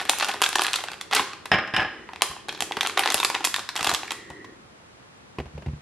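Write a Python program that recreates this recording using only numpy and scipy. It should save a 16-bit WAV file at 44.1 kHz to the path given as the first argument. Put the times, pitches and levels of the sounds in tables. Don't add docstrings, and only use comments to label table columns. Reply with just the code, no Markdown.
import sys
import numpy as np
from scipy import signal
from scipy.fft import rfft, irfft
from scipy.io import wavfile

SR = 44100
rng = np.random.default_rng(int(sys.argv[2]) if len(sys.argv) > 2 else 0)


def wav_record(signal):
    frames = np.transpose(np.atleast_2d(signal))
    bounded = np.clip(frames, -1, 1)
    quanta = np.round(bounded * 32767).astype(np.int16)
    wavfile.write(sys.argv[1], SR, quanta)


N = 256426
TAPS = 2048
HZ = np.fft.rfftfreq(TAPS, 1 / SR)


def amp(db):
    return 10 ** (np.asarray(db) / 20)


def unit(x):
    return x / np.sqrt(np.sum(x ** 2, -1, keepdims=True) + 1e-20)


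def read(points, hz):
    f, value = np.transpose(points)
    return np.interp(np.log(hz + 1), np.log(f + 1), value)


def add(mix, s, sound):
    part = mix[..., max(round(s * SR), 0):][..., :sound.shape[-1]]
    part += sound[..., :part.shape[-1]]


def causal(db):
    cepstrum = irfft(np.log(amp(db)))
    cepstrum[..., 1:TAPS // 2] *= 2
    cepstrum[..., TAPS // 2 + 1:] = 0
    return np.exp(rfft(cepstrum))


def pair(a, b, likeness):
    c = np.clip(likeness, -1, 1)
    mid = a * np.sqrt((1 + c) / 2)
    side = b * np.sqrt((1 - c) / 2)
    return np.array([mid + side, mid - side])


def ring(modes, t, uneven_db=2):
    hz, db, t60 = np.transpose(modes)[:, :, None]
    height = amp(db + uneven_db * rng.standard_normal(hz.shape) - 60 * t / t60)
    return (height * np.sin(2 * np.pi * hz * t)).sum(0)


def contact(colour, decay_s, apart_hz=8000):
    decay = np.exp(-np.arange(TAPS) / SR / decay_s)
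    noise = rfft(rng.standard_normal((2, TAPS)) * decay)
    stereo = pair(*noise, np.exp(-(HZ / apart_hz) ** 2))
    return unit(irfft(stereo * causal(read(colour, HZ))))


def narrow(hz, width_hz, likeness=0.99):
    offset = np.fft.fftfreq(N, 1 / SR)
    spectrum = np.fft.fft(rng.standard_normal((2, N)))
    drift = np.fft.ifft(spectrum / (1 + 1j * offset / width_hz) ** 3)
    phase = 2 * np.pi * np.cumsum(hz * np.ones(N)) / SR
    tone = (drift * np.exp(1j * phase)).real
    return np.sqrt(N) * pair(*unit(tone), likeness)


BAND_EDGES_HZ = [150, 600, 1400, 2800, 6000, 15000]
# frequency in Hz, relative level in dB.
POUCH_COLOUR = [(50, -36), (150, -17.5), (300, 0.5), (390, 1.5), (480, -3.5), (660, -3.5), (770, 3.5),
                (900, -2), (1100, 0), (1350, -2), (2250, -3), (2650, 0.5), (2950, -3), (3300, 1),
                (4550, -1), (5500, -1), (8000, -1.5), (11500, -3), (16000, -30.5)]
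POWER_WINDOW_S = .005


def resonance(centre_hz, gain_db, width_hz):
    return 1 + (amp(gain_db) - 1) / (1 + 2j * (HZ - centre_hz) / width_hz)


def creases(rows, crack_s=0.000098, jerk_db=-2, flutter_db=-12, shiver_s=0.017, shiver_db=-26,
            ring_db=9, ring_width_hz=190, upper_ring_hz=3300, upper_spread=0.29,
            upper_ring_db=6, upper_width_hz=650, apart_hz=9800):
    t = np.arange(TAPS) / SR
    ring_hz, length = rows[:, 1:2], rows[:, 2:3]
    shape = np.exp(-t / crack_s)
    shape = shape + amp(flutter_db) * np.exp(-t / length)
    shape = shape + amp(shiver_db) * np.exp(-t / shiver_s)
    for share in rng.random((2, len(rows), 1)):
        age = t - length * share
        shape = shape + amp(jerk_db) * np.exp(-abs(age) / crack_s) * (age > 0)
    noise = rfft(rng.standard_normal((len(rows), 2, TAPS)) * shape[:, None])

    burst = pair(noise[:, 0], noise[:, 1], np.exp(-(HZ / apart_hz) ** 3))
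    burst = burst * causal(read(POUCH_COLOUR, HZ))
    burst = burst * resonance(ring_hz, ring_db, ring_width_hz)
    upper_hz = upper_ring_hz * 2 ** (upper_spread * rng.standard_normal(ring_hz.shape))
    burst = burst * resonance(upper_hz, upper_ring_db, upper_width_hz)

    low, high = np.array(BAND_EDGES_HZ[:-1]), np.array(BAND_EDGES_HZ[1:])
    member = ((HZ[:, None] >= low) & (HZ[:, None] < high)) * 1.
    centres = np.sqrt(low * high)
    blend = np.array([read(list(zip(centres, one)), HZ) for one in np.eye(len(low))])
    for _ in range(2):
        power = (abs(burst) ** 2).mean(0) @ member * 2 / (TAPS * POWER_WINDOW_S * SR)
        burst = burst * causal((rows[:, 3:] - 10 * np.log10(power)) @ blend)

    out = np.zeros((2, N))
    for s, sound in zip(rows[:, 0], irfft(burst).swapaxes(0, 1)):
        add(out, s, sound)
    return out


# start in seconds, level in dB over 5 ms, brightness in dB per
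# octave, breadth in dB per octave squared (low = only the middle sounds), facet ring in Hz,
# flutter length in seconds.
SNAPS = [(0.019, -39.5, -1, 3.5, 1220, 0.0012), (0.0924, -22, -1, 0, 1860, 0.0028),
         (0.0955, -10, 2, 1.5, 830, 0.0016), (0.112, -34, 0, 1, 1380, 0.0022),
         (0.133, -24.5, -5.5, -4, 850, 0.0028), (0.1857, -26.5, 1.5, 3, 1810, 0.0022),
         (0.1995, -21.5, 1, 0.5, 1020, 0.0058), (0.2091, -20.5, -1.5, -1, 730, 0.00095),
         (0.2248, -16.5, -1, 0.5, 1390, 0.005), (0.2457, -22, 2.5, 0.5, 1480, 0.0033),
         (0.2853, -23.5, -1.5, 3, 1000, 0.0058), (0.2914, -20.5, -3, 0, 810, 0.0052),
         (0.315, -28, 3.5, -1, 1040, 0.0035), (0.342, -28, -10.5, 6, 1010, 0.0029),
         (0.4179, -15, -1.5, 2.5, 940, 0.0022), (0.4227, -16, 2.5, 0, 1670, 0.001),
         (0.4333, -27, 1.5, -6, 1430, 0.0036), (0.4367, -18, 1.5, 0, 1360, 0.0042),
         (0.44, -16, 10.5, -3, 1100, 0.0011), (0.4619, -17.5, 6, -5.5, 1590, 0.0026),
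         (0.464, -24.5, 0.5, 1, 1690, 0.0016), (0.4904, -24.5, 2, 2, 1450, 0.002),
         (0.5294, -24.5, 1.0, 0, 930, 0.0014), (0.5554, -13.5, 0, 1, 1770, 0.0037),
         (0.5946, -21, 0.5, -1, 1750, 0.0021), (0.61, -23.5, 2, 0.5, 1600, 0.0048),
         (0.6194, -18, 0.5, 2, 1100, 0.0015), (0.6356, -24.5, 16, -3, 1730, 0.0025),
         (0.645, -20.5, 2, -3.5, 1710, 0.0051), (0.667, -21, 2, 0, 1910, 0.0021),
         (0.682, -24, 4, -5.5, 1380, 0.0059), (0.733, -19.5, 7, -0.5, 1720, 0.0025),
         (0.74, -20, 1.5, -2, 1070, 0.0013), (0.7588, -19.5, 3.5, 0.5, 1340, 0.0032),
         (0.787, -29, -1.5, -2, 1100, 0.0034), (0.838, -26.5, -2, 2, 835, 0.0024),
         (0.885, -28, -1, -1, 1620, 0.0018), (0.917, -31, -1.5, 2, 1020, 0.0021),
         (0.933, -34, 1.5, -1, 1300, 0.0015), (1.012, -27.5, 2.5, 0, 1060, 0.0041),
         (1.112, -27.5, -2, 1, 1200, 0.0043), (1.1274, -20, 0, -3.5, 1660, 0.0035),
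         (1.1331, -16, 0, 0.5, 860, 0.0046), (1.149, -17, 4, 0.5, 840, 0.0046),
         (1.1635, -16, 2, -0.5, 820, 0.0049), (1.1957, -18.5, -2, 1, 1050, 0.006),
         (1.333, -31.5, -3, 1, 1210, 0.004), (1.4564, -29, -0.5, 1, 740, 0.0026),
         (2.0903, -33.5, -8, -2, 985, 0.0015), (2.134, -33, -4, 1.5, 810, 0.0022),
         (2.16, -34, -0.5, -1, 890, 0.00096), (2.2097, -31.5, -3, -2, 980, 0.00098),
         (2.2202, -11.5, 1, 1.27, 1100, 0.0017), (2.3117, -32.5, -4, 4, 1080, 0.0055),
         (2.365, -35.5, -8, -2, 1110, 0.0026), (2.485, -28, -2, 1.5, 1730, 0.0044),
         (2.4913, -24, 4.5, -2.5, 1700, 0.0038), (2.606, -20.5, 2, 1.0, 840, 0.0026),
         (2.623, -20.5, 0, 2, 785, 0.00099), (2.711, -25, -11.5, 1.5, 850, 0.0011),
         (2.7211, -25, 5.5, -3, 980, 0.0017), (2.769, -22, -2, 0.5, 900, 0.0037),
         (2.783, -48.5, -14, -11.5, 1810, 0.0018), (2.809, -16, 4, -1.5, 820, 0.0028),
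         (2.831, -23, 0, 1, 775, 0.003), (2.8495, -22, -3, -1, 760, 0.0039),
         (2.863, -23, 3.5, -2, 1330, 0.0015), (2.872, -22, 1, 2.5, 1190, 0.001),
         (2.8966, -26, -1.5, 0, 1140, 0.0011), (2.9733, -19.5, -2, -0.5, 1160, 0.0033),
         (2.9934, -15, 1, 1, 840, 0.0028), (3.007, -27.5, -3.5, -1.5, 939, 0.0024),
         (3.0354, -19.5, 2.5, -3.5, 1700, 0.0035), (3.059, -16, -2, 0.5, 855, 0.0032),
         (3.0757, -19, 2, -1, 1030, 0.00049), (3.083, -32, -2, 1.5, 820, 0.0012),
         (3.1025, -19.5, 3, 1.0, 1130, 0.0019), (3.121, -22.5, 1.5, 1.5, 1120, 0.0034),
         (3.144, -14, 1.5, 2, 1840, 0.0015), (3.1735, -30, 2.5, 0, 1020, 0.0011),
         (3.2007, -18, 1, 1, 960, 0.0031), (3.2303, -17.5, -2.5, -0.5, 1150, 0.0028),
         (3.236, -28, 1, 4, 780, 0.0012), (3.2482, -13.5, 1, 1.4, 1020, 0.0025),
         (3.3006, -21, -1.5, 1.5, 976, 0.0026), (3.314, -34.5, -10, 1, 750, 0.0023),
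         (3.3444, -23.5, -2, 1, 1000, 0.0029), (3.35, -19.5, 2.5, -1.5, 780, 0.0011),
         (3.36, -26.5, -10.5, -3, 780, 0.0022), (3.406, -28, -6, 2.5, 900, 0.0035),
         (3.443, -20.5, 1, 1, 1880, 0.0065), (3.4492, -14.5, 3.5, 1.5, 1100, 0.0049),
         (3.4723, -23.5, -1, 1.5, 1040, 0.0023), (3.542, -18, 2.5, -0.5, 1856, 0.0022),
         (3.5622, -22, 1, 1, 1030, 0.0017), (3.583, -31.5, -5.5, 2, 1000, 0.002),
         (3.593, -27.5, 0.5, 1, 850, 0.003), (3.69, -24, 1.5, -0.5, 1820, 0.0022),
         (3.7555, -28.5, -2, 2, 1000, 0.0012), (3.762, -22, 3.5, 0, 785, 0.0042),
         (3.776, -27, 3.5, -0.5, 1050, 0.0022), (3.792, -25.5, -1, 1, 1450, 0.0026),
         (3.808, -22.5, -0.5, 0.5, 1110, 0.0041), (3.829, -23, 1.5, 1.5, 1000, 0.0022),
         (3.845, -19, 1.0, 1, 794, 0.0051), (3.868, -21, 0, 0.5, 1080, 0.0025),
         (3.8722, -17, -0.5, 1, 830, 0.0012), (3.894, -18, 1, 1.5, 1100, 0.0029),
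         (3.904, -25, -2, 3, 980, 0.0015), (3.915, -20, -3.5, 2, 1030, 0.0031),
         (3.9388, -22, 1, 2.5, 1820, 0.0027), (3.9476, -18.5, 2, 0.5, 786, 0.0019),
         (4.0323, -30.0, -4, -1, 803, 0.0011), (4.107, -23.5, 2, 0, 981, 0.002),
         (4.1186, -25, -0.5, 2.5, 1010, 0.0017), (4.302, -35, -4, 3, 706, 0.0046),
         (4.4453, -39, -4, 2, 1010, 0.005)]
SNAP_COLOUR = [-24.5, -5.5, -5.5, -5.5, -15.5]


def snaps(uneven_db=1, pivot_hz=2000, bass_limit_db=-10):
    s, db, bright, breadth, ring_hz, length = np.transpose(SNAPS)[:, :, None]
    edges = np.log2(np.array(BAND_EDGES_HZ) / pivot_hz)
    octaves = (edges[:-1] + edges[1:]) / 2
    colour = SNAP_COLOUR + bright * octaves + breadth * octaves ** 2
    colour[:, 0] = np.minimum(colour[:, 0], colour[:, 1] + bass_limit_db)
    colour = colour + uneven_db * rng.standard_normal(colour.shape)
    band_db = db + 20 * np.log10(unit(amp(colour)))
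    return creases(np.hstack([s, ring_hz, length, band_db]))


# start in seconds, length in seconds, relative level in dB.
SQUEEZES = [(0, 0.033, -22.5), (.05, 0.049, -29.5), (.17, 0.15, -25), (.3, 0.11, -26.5),
            (.42, 0.056, -27.5), (.58, 0.14, -20.5), (.74, 0.078, -28), (.8, 0.25, -35), (2.08, 0.12, -48),
            (2.26, 0.16, -59), (2.495, 0.13, -32), (2.78, 0.13, -30), (2.975, 0.045, -21),
            (3.02, 0.18, -21.5), (3.29, 0.078, -38.5), (3.432, 0.037, -41), (3.55, 0.067, -41),
            (3.76, 0.076, -28), (3.845, .1, -21.5), (4.03, 0.13, -33)]
CRACKLE_COLOUR = [-14.5, -4, -3.5, -4.5, -14.5]
SQUEEZE_KNEE, SQUEEZE_START_DB, SQUEEZE_END_DB = 0.17, 3.5, -7.5


def crackle(count=16, level_db=-2, spread_db=15, colour_db=3.5, lowest_hz=700, highest_hz=3500,
            length_s=.0012):
    start, length, db = np.repeat(SQUEEZES, count, axis=0).T
    place, size, pitch = rng.random((len(start), 3)).T
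    progress = (np.arange(len(start)) % count + place) / count
    effort = np.interp(progress, [0, SQUEEZE_KNEE, 1], [SQUEEZE_START_DB, 0, SQUEEZE_END_DB])
    level = db + effort + level_db + spread_db * (size ** 2 - 1)
    uneven = colour_db * rng.standard_normal((len(start), len(CRACKLE_COLOUR)))
    band_db = level[:, None] + np.array(CRACKLE_COLOUR) + uneven
    ring_hz = lowest_hz * (highest_hz / lowest_hz) ** pitch
    return creases(np.column_stack([start + progress * length, ring_hz, length_s * (.5 + size), band_db]))


SLIDE_COLOUR = [-13.5, -5.5, -3.5, -8.5, -15.5]
SLIDE_S, SLIDE_LENGTH_S, SLIDE_DB = 1.108, 0.125, -25


def slide(count=100, spread_db=12, colour_db=3, lowest_hz=700, highest_hz=3500, length_s=.002):
    place, size, pitch = rng.random((count, 3)).T
    progress = (np.arange(count) + place) / count
    swell_db = 20 * np.log10(np.sin(np.pi * progress) + 1e-6)
    level = SLIDE_DB + swell_db + spread_db * (size - 1)
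    uneven = colour_db * rng.standard_normal((count, len(SLIDE_COLOUR)))
    band_db = level[:, None] + np.array(SLIDE_COLOUR) + uneven
    ring_hz = lowest_hz * (highest_hz / lowest_hz) ** pitch
    s = SLIDE_S + progress * SLIDE_LENGTH_S
    return creases(np.column_stack([s, ring_hz, length_s * (.5 + size), band_db]))


# start in seconds,
# relative blow level in dB, brightness in dB per octave.
JAR_KNOCKS = [(1.5164, 0.5, 1), (1.5254, -6.5, 0.5), (1.5327, -6.5, 0.5), (1.5378, -6.5, 0),
              (1.544, -5.5, 1), (1.5555, -12, 0), (1.5852, -8.5, 0.5), (1.6755, -22, 3.5),
              (1.7383, -9, 0.5), (1.7453, -14.5, 4.5), (1.764, -5.5, 5), (1.7775, -11, 1.5),
              (1.783, -9, -0.5), (1.7954, -11.5, 1), (1.802, -13.5, 2), (1.812, -16, 3), (1.819, -12.5, 0),
              (1.828, -17, 2.5), (1.848, -17, 0)]
# nominal frequency in Hz, relative level in dB,
# time to fall by 60 dB in seconds.
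JAR_MODES = [(235, -5, 0.09), (339, -6, 0.066), (637, -1, 0.11), (776, 9, 0.083), (851, 2.5, 0.12),
             (1056, 9.5, 0.047), (1290, 3.5, 0.054), (1424, -2, 0.086), (1487, -10, 0.13),
             (1630, 6.5, 0.067), (1700, 8.5, 0.044), (1824, 5, 0.069), (2080, 5.5, 0.037),
             (2316, 1.5, 0.078), (2640, 5.5, 0.031), (2970, -4, 0.05), (3320, -3, 0.035),
             (5046, -2.5, 0.028), (5150, -2.5, 0.034)]
# frequency in Hz, relative level in dB.
CLACK_COLOUR = [(40, -20), (100, 4), (220, 0), (420, -19), (800, -0.5), (1800, 1), (3100, -1.5),
                (4200, -17), (4800, -27), (5150, -13), (5600, -26), (6600, -30.5), (12000, -39),
                (16000, -68)]


def jar(clack_db=9.0, ring_db=12, clack_s=0.0074, scatter_s=0.000784, detune=0.0071):
    out = np.zeros((2, N))
    t = np.arange(SR // 4) / SR
    for s, db, bright in JAR_KNOCKS:
        body = np.zeros(len(t))
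        for hz, mode_db, t60 in JAR_MODES:
            shifted_hz = hz * (1 + detune * (2 * rng.random() - 1))
            age = np.maximum(t - scatter_s * rng.random(), 0)
            body += ring([(shifted_hz, mode_db, t60)], age)
        blow = amp(ring_db) * np.tile(unit(body), (2, 1))
        add(blow, 0, amp(clack_db) * contact(CLACK_COLOUR, clack_s))
        hardness = irfft(causal(bright * np.log2(np.clip(HZ, 300, 8000) / 1500)))
        add(out, s, amp(db) * signal.fftconvolve(blow, hardness[None], axes=1))
    return out


# start in seconds, relative thud level in dB, relative tap level in dB.
BUMPS = [(1.194, -46, -30), (2.297, -43.5, -41), (2.491, -51, -39), (2.62, -53, -33.5), (2.771, -52, -33),
         (3.144, -47.5, -32), (3.592, -68, -47), (3.811, -49, -37), (3.873, -41, -35), (3.926, -44, -33),
         (4.304, -44.5, -43), (5.385, -31.5, -25.5), (5.4, -35, -27.5), (5.457, -40, -42),
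         (5.538, -42, -58), (5.551, -36.5, -62), (5.578, -43, -34.5), (5.622, -47, -40.5),
         (5.6614, -36, -35.5), (5.67, -24.5, -47), (5.684, -32.5, -41), (5.733, -33, -48)]
# frequency in Hz,
# relative level in dB, time to fall by 60 dB in seconds.
THUD_MODES = [(76, 5, 0.1), (115.7, 11, 0.036), (143.5, -3, 0.24), (217, -14, 0.25)]
# frequency in Hz, relative level in dB.
TAP_COLOUR = [(30, -28), (70, -13), (200, 3), (450, 0.5), (600, -2), (850, -1.5), (1300, -16),
              (2000, -12.5), (2650, -10.5), (3400, -20), (4500, -24), (10000, -39.5), (16000, -46)]


def bumps(soft_s=0.0033, tap_s=0.008, tap_db=24, thud_db=0.5):
    out = np.zeros((2, N))
    t = np.arange(SR // 3) / SR
    onset = 1 - np.exp(-t / soft_s)
    for s, thud, tap in BUMPS:
        add(out, s, amp(thud + thud_db) * ring(THUD_MODES, t) * onset)
        add(out, s, amp(tap + tap_db) * contact(TAP_COLOUR, tap_s))
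    return out


# start in seconds, length in seconds, starting pitch in Hz,
# relative level in dB.
WHISTLES = [(1.885, 0.33, 1980, -52.5), (4.057, 0.55, 1956, -48)]
UPPER_PARTIAL = 2.11


def whistles(sag_hz_per_s=130, waver_hz=26, waver_rate_hz=70, attack_s=0.067, release_s=.2,
             tone_db=-7, blur_db=-2.5, width_hz=170, upper_db=-22):
    out = np.zeros((2, N))
    for start, length, hz, db in WHISTLES:
        age = np.clip(np.arange(N) / SR - start, 0, length)
        pitch = hz - sag_hz_per_s * age + waver_hz * narrow(0, waver_rate_hz)[0]
        swell = np.minimum(np.minimum(age / attack_s, (length - age) / release_s), 1)
        tone = amp(tone_db) * np.sqrt(2) * np.sin(2 * np.pi * np.cumsum(pitch) / SR)
        blur = amp(blur_db) * narrow(pitch, width_hz)
        upper = amp(upper_db) * narrow(UPPER_PARTIAL * pitch, width_hz)
        out += amp(db) * swell * (tone + blur + upper)
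    return out


# time in seconds, pitch in Hz, relative level in dB.
HUM = [(0, 400, -52.5), (1.001, 376, -54.5), (1.598, 359.2, -61), (2.0, 349, -47.5), (2.248, 364, -63.5),
       (2.6, 367.5, -48.5), (3.1, 390.4, -45.5), (3.5, 370, -65), (4.18, 375.5, -49.5), (4.4, 350, -49.5),
       (4.58, 325.7, -55), (4.85, 334, -76)]


def hum(width_hz=130):
    s, hz, db = np.transpose(HUM)
    clock = np.arange(N) / SR
    return amp(np.interp(clock, s, db)) * narrow(np.interp(clock, s, hz), width_hz)


# frequency in Hz, time to fall by 60 dB in seconds.
ROOM_T60 = [(100, 0.35), (400, 0.56), (1000, 0.59), (2800, 0.6), (7000, 0.48), (14000, 0.31)]
# frequency in Hz, relative echo level in dB.
ROOM_COLOUR = [(60, -9), (170, -9), (370, -1), (480, -1.5), (660, -7.5), (780, -10.5), (1100, -6.5),
               (1400, -3.5), (2000, -5), (3000, -7.5), (5000, -2.5), (9000, 0.5), (13000, -1.5),
               (15000, -23)]
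# frequency in Hz, left-right likeness from -1 to 1.
ROOM_LIKENESS = [(100, 1), (600, 1), (1200, 1), (2600, 0.8), (4600, 0.32), (8500, -0.33), (15000, -0.54)]


def room(x, first_s=0.00053, build_s=0.00084, early_db=2, early_s=0.026, turn_hz=3):
    out = np.zeros((2, N))
    clock = np.arange(N) / SR
    for k in range(2):
        hz, t, z = signal.stft(rng.standard_normal((2, SR)), SR, nperseg=256)
        decay = amp(-60 * t / read(ROOM_T60, hz)[:, None])
        z = pair(*z, read(ROOM_LIKENESS, hz)[:, None]) * decay
        tail = signal.istft(z, SR, nperseg=256)[1]
        age = np.maximum(np.arange(tail.shape[1]) / SR - first_s, 0)
        build_up = 1 - np.exp(-age / build_s)
        early_lift = amp(early_db * np.exp(-age / early_s))
        tail = unit(tail * build_up * early_lift)
        tail = signal.fftconvolve(tail, irfft(causal(read(ROOM_COLOUR, HZ)))[None], axes=1)
        turn = np.cos(2 * np.pi * turn_hz * clock + k * np.pi / 2)
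        out += signal.fftconvolve((x[k] * turn)[None], tail, axes=1)[:, :N]
    return out


# frequency in Hz, relative spectral level in dB per Hz.
HUSH_COLOUR = [(15, -47), (25, -15.5), (97, -7), (145, -8), (170, -9), (206, -6), (242, -10), (451, -10.5),
               (489, -10.5), (607, -12), (1190, -12.5), (1560, -14.5), (10400, -31.5), (11600, -39),
               (16000, -57)]
# frequency in Hz, left-right likeness from -1 to 1.
HUSH_LIKENESS = [(50, 1), (200, 0.53), (450, -0.12), (1200, -0.29), (4000, -0.37), (12000, -0.84)]


def hush(level_db=-50):
    hz = np.fft.rfftfreq(N, 1 / SR)
    noise = rfft(rng.standard_normal((2, N)))
    z = pair(*noise, read(HUSH_LIKENESS, hz)) * amp(read(HUSH_COLOUR, hz))
    return amp(level_db) * np.sqrt(N) * unit(irfft(z, N))


def scene(foil_room_db=-3, jar_room_db=0.5, jar_dull_hz=4700, bump_room_db=-10):
    foil = snaps() + crackle() + slide()
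    pot = jar()
    thumps = bumps()
    dull_pot = signal.sosfilt(signal.butter(2, jar_dull_hz, fs=SR, output="sos"), pot)
    echo = room(amp(foil_room_db) * foil + amp(jar_room_db) * dull_pot + amp(bump_room_db) * thumps)
    balance = amp([[-.2], [.2]])
    return (foil + pot + thumps + echo + whistles() + hum()) * balance + hush()


def record(dry, low_cut_hz=48, edge_hz=16300):
    lean = signal.sosfilt(signal.butter(3, low_cut_hz, "highpass", fs=SR, output="sos"), dry)
    edge = signal.firwin(255, edge_hz, window=("kaiser", 9), fs=SR)
    return signal.oaconvolve(np.clip(lean, -1, 1), edge[None], "same", axes=1)


dry = scene()
out = record(dry)
wav_record(out)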